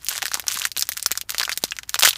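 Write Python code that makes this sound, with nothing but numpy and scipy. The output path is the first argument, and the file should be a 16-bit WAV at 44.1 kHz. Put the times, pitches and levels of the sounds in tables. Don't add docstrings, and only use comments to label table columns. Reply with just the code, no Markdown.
import sys
import numpy as np
from scipy import signal
from scipy.fft import rfft, irfft, next_fast_len
from scipy.io import wavfile

SR = 44100
rng = np.random.default_rng(int(sys.argv[2]) if len(sys.argv) > 2 else 0)


def to_wav(sig):
    pcm = np.clip(np.atleast_2d(sig), -1, 1) * 32767
    pcm = np.round(pcm).astype(np.int16)
    wavfile.write(sys.argv[1], SR, pcm.T)


N = 96049

# frequency in Hz, relative density in dB per Hz.
RUMBLE_SPECTRUM = [(20, -11), (40, -6), (60, -0.5), (76, -6), (98, 4), (125, -6.5), (250, -11.5),
                   (500, -21), (1500, -21), (5000, -37), (15000, -28)]
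# frequency in Hz, RMS level in dB.
HUM_TONES = [(59.5, -61.5), (97, -65.5)]
# frequency in Hz, gain in dB.
CABIN_COLOUR = [(100, -14), (500, -0.5), (1500, -1), (4000, -0.5), (8000, -0.5), (15000, 1)]
# frequency in Hz, gain in dB.
FILM_COLOUR = [(60, -23), (200, -19), (580, -7.5), (1000, -3), (1500, 3.5), (2400, 2.5), (4200, 5.5),
               (7000, 5), (10000, -0.5), (15000, -1), (18000, -19.5)]
# start in seconds, end in seconds, crackle strength in dB.
GRIP_SHIFTS = [(0, .46, -32), (.75, 1.21, -30), (1.29, 1.59, -31), (1.69, 1.85, -40), (1.88, 1.95, -30)]
# start in seconds, end in seconds, crackle strength in dB.
CRUMPLES = [(.095, .185, -20), (.218, .285, -30), (.338, .375, -27), (.48, .665, -20), (1.295, 1.37, -29),
            (1.385, 1.46, -28.5), (1.49, 1.535, -30), (1.62, 1.69, -32), (1.95, 2.02, -34),
            (2.095, 2.18, -31.5)]
# start in seconds, end in seconds, crackle strength in dB.
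CRUSHES = [(2.033, 2.084, -14.5)]
# start in seconds, level before damping in dB, pitch in Hz.
THUMPS = [(.239, -21, 520), (0.3737, -26.5, 330), (.431, -35, 480), (.556, -25, 150), (.774, -27.5, 260),
          (1.062, -24, 328), (1.1157, -19, 370), (1.236, -34.5, 520), (1.575, -23.5, 560),
          (1.6386, -3, 630)]
# start in seconds,
# strength in dB, facet ring in Hz, height of that ring in dB, brightness in dB per octave.
SNAP_RINGS = [(0.0463, -20.5, 12000.0, 18, 3), (0.0666, -11, 3000, 9, 2.5), (0.0857, 1, 3150, 8.5, 3),
              (0.0919, -3.5, 6176.0, -6, 7.5), (0.1141, -11.5, 1730, 9.5, -4.5),
              (0.126, -8.5, 3000, -7, -2.5), (0.1532, -11.5, 2100, 12, -1.5), (0.1597, -8, 4500, -5, -2),
              (0.1669, -10, 1040, 18.5, 0.5), (0.1792, -0.3, 895, 3.5, -1), (0.2205, -4, 1650, 12, -2.5),
              (0.2273, 0.5, 820, 15, -2.5), (0.2556, -0.5, 1530, 12, 0.2), (0.2661, -7, 1560, 15.1, 3.5),
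              (0.2813, -6, 4735.0, 5, -2), (0.3164, -8, 1470, 14.5, -2.5), (0.3356, -18, 5408.0, 24.5, -7),
              (0.3427, 7, 962.0, 4, 0.5), (0.3534, -4, 2400, 6.5, -3), (0.3728, -15.5, 1040, 23, -1.5),
              (0.3857, -27, 950, 18, -5), (0.4402, -23, 1110, 9, -6), (0.397, -4.5, 12000.0, 10.5, -1.5),
              (0.4684, -10.5, 12000.0, 12, -4), (0.482, 0.2, 5700, 13.5, -0.3), (0.5015, -9.5, 2500, 8, 0),
              (0.5112, -16, 6000, 12, 4), (0.517, -3.5, 1090, 11, 1.5), (0.5228, -9.5, 5730, 12, 1),
              (0.535, -15, 9200.0, 9, 3), (0.5428, -11.5, 11000, 10, 3.5), (0.5516, -13, 3000, 10, -2),
              (0.5572, -11.5, 1900, 7, -1), (0.5725, -5, 1120, 18, 1.5), (0.5887, -7, 10000, 7, 1),
              (0.597, -6.5, 7500, 9, 0), (0.6182, -5.5, 2900, 13.5, -1), (0.6526, 4.5, 1560, 15, 2.5),
              (0.67, -12, 12000.0, 6.5, 2), (0.7171, -9.5, 4200, 5, 4.3), (0.766, -3.5, 3260, 7, -2.5),
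              (0.774, -4.5, 12000.0, 11.5, 0.2), (0.781, -8.5, 3700, 14.5, 3), (0.7944, -2, 9300, 3.5, 4.5),
              (0.8103, -2, 1540, 7, 3.5), (0.824, 2.5, 5050, 10, 0), (0.89, -4.5, 12000.0, 22.5, -3),
              (0.919, -8.5, 1980, 17, 3.5), (0.9235, -13, 3940, 10, 3), (0.9343, -19.5, 3397.0, 12, 5),
              (0.9693, -8, 1390, 13, -0.2), (0.9744, -4.5, 1531.0, 10, 3.5), (0.9965, -8.5, 1997.0, 6, 0.5),
              (1.0268, -8, 8500, 11.5, 2), (1.0605, 0.5, 1170, 12.5, -2), (1.0615, 0, 5230, 12, 5),
              (1.1096, -6, 1341.0, 0, -4.5), (1.116, 5, 900.0, -1, 2.5), (1.1231, -5.5, 1997.0, 9, 2),
              (1.1536, -12.5, 1700, 10, -2), (1.1755, -12, 1450, 17, 0.5), (1.1753, -2, 5970, 8.2, 1),
              (1.213, -5.5, 2700, 9, 2.5), (1.2944, -5, 1500, 13, 2), (1.3043, -1, 11700, 8, -1),
              (1.3206, -9, 1028.0, 5, -1), (1.3463, -6.5, 2120, 11, -3), (1.3826, 0.5, 4070, 7.5, -0.7),
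              (1.3982, -0.5, 3450, 15.5, 0.7), (1.4074, -6.5, 1040, 14.5, -3), (1.4143, -1.5, 1650, 11, -3),
              (1.4308, -9.5, 4380, 16.5, -1.5), (1.4336, -1.5, 1640, 13, -0.5),
              (1.452, -7.5, 3000, 15.5, 0), (1.478, -14.5, 1600, 13.5, -7), (1.4942, -2, 2300, 12, -2.5),
              (1.518, -5, 1860, 15, -0.5), (1.525, -11.5, 4040, 18, -1.5), (1.5302, -12, 4650, 15.5, -2),
              (1.5752, 0.9, 2210, 3.5, 3), (1.6278, -21, 2500, 7, 3), (1.6387, 4.5, 4870, 5, 2.5),
              (1.651, -15, 5030, 13.5, 1.5), (1.7088, -19.5, 6130, 20.5, -0.5),
              (1.7196, -12, 1660, 15.5, -2.5), (1.7201, -13, 2740, 21.5, -4.5),
              (1.7661, -14.5, 2620, 9.5, -2.5), (1.7867, -24.5, 6560, 26, -3),
              (1.7875, -13, 1960, 21, -0.5), (1.8332, -16.5, 2700, 11.5, -2.5), (1.8941, -4, 2800, 6, 2.7),
              (1.9434, 4.5, 1200, 11.5, 0), (1.9561, -6, 2605.0, 12.5, -2.2), (1.96, -14.5, 3470, 15, -8.5),
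              (1.9908, 3, 962.0, 11, -0.5), (1.9946, 3, 950, 15.2, 6), (2.0081, -0.5, 1433.0, 9, 2),
              (2.0235, 2.5, 3420, 11.5, -3.9), (2.027, 3, 2760, 15, 3), (2.0332, 13, 4260, 8, -4),
              (2.049, 7.5, 1290, 6, -3), (2.0508, 13, 1600, 15.5, 3.5), (2.0546, 10, 1690, 15.5, 3),
              (2.0593, 0, 1860, 21, 0), (2.0686, 1.5, 2975.0, 11, -1.5), (2.0752, 8, 3320, 8.5, -2),
              (2.0847, 3, 2000, 2, -1.5), (2.0876, 0, 3460, 18.5, 5.5), (2.093, -1.5, 2605.0, 7, 8),
              (2.108, -8, 3800, 19, -1), (2.13, -14, 2830, 18, -0.5), (2.1336, -10, 2134.0, 9, -2),
              (2.158, -15.5, 3360, 17.5, -4.5), (2.1762, -15, 3480, 10, -4.5)]

RUMBLE_RMS_DB = -57.5
CABIN_T60_S, CABIN_DB, CABIN_DELAY_S = 0.04, -6, 0.001194
LATE_T60_S, LATE_DB = 0.12, -22
TAIL_RING_SHARE = 0.65
RING_HALF_WIDTH_OCTAVES = 0.48
FLUTTER_DECAY_S, FLUTTER_DB = 0.00045, -3
BEND_DELAY_1KHZ_S = 0.0004
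ATTACK_S, RELEASE_S = 0.0056, 0.012
SHIFT_CRACKLES_PER_S, CRUMPLE_CRACKLES_PER_S, CRUSH_CRACKLES_PER_S = 200, 600, 2200
CRACKLE_SPREAD_DB = 4.5
CRACKLE_LOW_HZ, CRACKLE_HIGH_HZ = 1000, 12000
CRACKLE_RING_DB, CRACKLE_TILT_DB_PER_OCTAVE = 13, -1.43
RUB_DB = -32.5
THUMP_T60_CYCLES = 1.9
THUMP_LOW_HZ = 212
OVERLOAD_PEAK = 0.87
CUTOFF_HZ = 15400


def from_db(db):
    return 10 ** (np.asarray(db) / 20)


def at_hz(points, hz):
    points = np.array(points)
    return np.interp(np.log(hz), np.log(points[:, 0]), points[:, 1])


def bins_hz(size):
    return np.maximum(np.arange(size // 2 + 1) * SR / size, 1)


def coloured(x, spectrum):
    return irfft(rfft(x) * from_db(at_hz(spectrum, bins_hz(len(x)))), len(x))


def dying_noise(t60_s, size):
    noise = rng.standard_normal(size) * from_db(-60 * np.arange(size) / SR / t60_s)
    return noise / np.linalg.norm(noise)


def background():
    t = np.arange(N) / SR
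    rumble = coloured(rng.standard_normal(next_fast_len(N)), RUMBLE_SPECTRUM)[:N]
    out = from_db(RUMBLE_RMS_DB) * rumble / rumble.std()
    for hz, rms_db in HUM_TONES:
        out += from_db(rms_db) * np.sqrt(2) * np.sin(2 * np.pi * (hz * t + rng.random()))
    return out


def facet(ring_hz, ring_db, tilt_db, size=1024):
    hz = bins_hz(size)
    octaves = np.log2(np.clip(hz, 700, 12000) / 4000)
    ring = ring_db / (1 + (np.log2(hz / ring_hz) / RING_HALF_WIDTH_OCTAVES) ** 2)
    db = at_hz(FILM_COLOUR, hz) + tilt_db * octaves + ring
    cepstrum = irfft(np.log(from_db(db)))
    causal = np.exp(rfft(np.r_[cepstrum[0], 2 * cepstrum[1:size // 2]], size))
    phase_lag = 4 * np.pi * BEND_DELAY_1KHZ_S * np.sqrt(1000 * hz)
    click = irfft(causal * np.exp(-1j * phase_lag))
    flutter = from_db(FLUTTER_DB) * dying_noise(FLUTTER_DECAY_S * np.log(1000), size)
    out = click + signal.fftconvolve(click, flutter)[:size]
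    return out * np.linalg.norm(click) / np.linalg.norm(out)


def buckle(ring_hz, ring_db, tilt_db, size=6000):
    early = from_db(CABIN_DB) * dying_noise(CABIN_T60_S, size)
    late = from_db(LATE_DB) * dying_noise(LATE_T60_S, size)
    delay = np.zeros(int(CABIN_DELAY_S * SR))
    path = coloured(np.r_[delay, early + late][:size], CABIN_COLOUR)
    direct = facet(ring_hz, ring_db, tilt_db)
    spread = facet(ring_hz, TAIL_RING_SHARE * ring_db, tilt_db)
    spread *= np.linalg.norm(direct) / np.linalg.norm(spread)
    out = signal.fftconvolve(spread, path)
    out[:len(direct)] += direct
    return out


def effort(rows):
    t = np.arange(N) / SR
    envelopes = []
    for start, end, db in rows:
        swell = np.minimum(t - start, 0) / ATTACK_S
        release = np.maximum(t - end, 0) / RELEASE_S
        envelopes.append(from_db(db) * np.exp(swell - release))
    return np.max(envelopes, axis=0)


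def crackles(rows, per_s, facet_count=16):
    size_db = CRACKLE_SPREAD_DB * (np.minimum(rng.exponential(1, N), 3) - 1.5)
    impulses = from_db(size_db) * rng.choice([-1, 1], N) * (rng.random(N) < per_s / SR)
    rub = from_db(RUB_DB) * rng.standard_normal(N)
    drive = effort(rows) * (impulses + rub)
    dealt = rng.integers(0, facet_count, N)
    out = np.zeros(N)
    for k, hz in enumerate(np.geomspace(CRACKLE_LOW_HZ, CRACKLE_HIGH_HZ, facet_count)):
        response = buckle(hz, CRACKLE_RING_DB, CRACKLE_TILT_DB_PER_OCTAVE)
        out += signal.oaconvolve(drive * (dealt == k), response)[:N]
    return out


def thumps():
    t = np.arange(N) / SR
    swings = np.zeros(N)
    for start, db, hz in THUMPS:
        cycles = hz * np.maximum(t - start, 0)
        damping = np.exp(-np.log(1000) * np.minimum(cycles / THUMP_T60_CYCLES, 10))
        swings += from_db(db) * np.sin(2 * np.pi * cycles) * damping
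    high_pass = signal.butter(2, THUMP_LOW_HZ, "high", fs=SR, output="sos")
    return signal.sosfilt(high_pass, swings + 1e-18)


def snaps():
    out = np.zeros(N + SR)
    for start, db, ring_hz, ring_db, tilt_db in SNAP_RINGS:
        ringing = from_db(db) * buckle(ring_hz, ring_db, tilt_db)
        i = int(start * SR)
        out[i:i + len(ringing)] += ringing
    return out[:N]


def scene():
    rustle = (crackles(GRIP_SHIFTS, SHIFT_CRACKLES_PER_S) + crackles(CRUMPLES, CRUMPLE_CRACKLES_PER_S)
              + crackles(CRUSHES, CRUSH_CRACKLES_PER_S))
    return (background() + rustle + thumps() + snaps())[None]


def record(dry):
    low_pass = signal.firwin(129, CUTOFF_HZ, fs=SR, window=("kaiser", 7))
    return signal.fftconvolve(np.clip(dry, -OVERLOAD_PEAK, OVERLOAD_PEAK), low_pass[None], "same")


dry = scene()
out = record(dry)
to_wav(out)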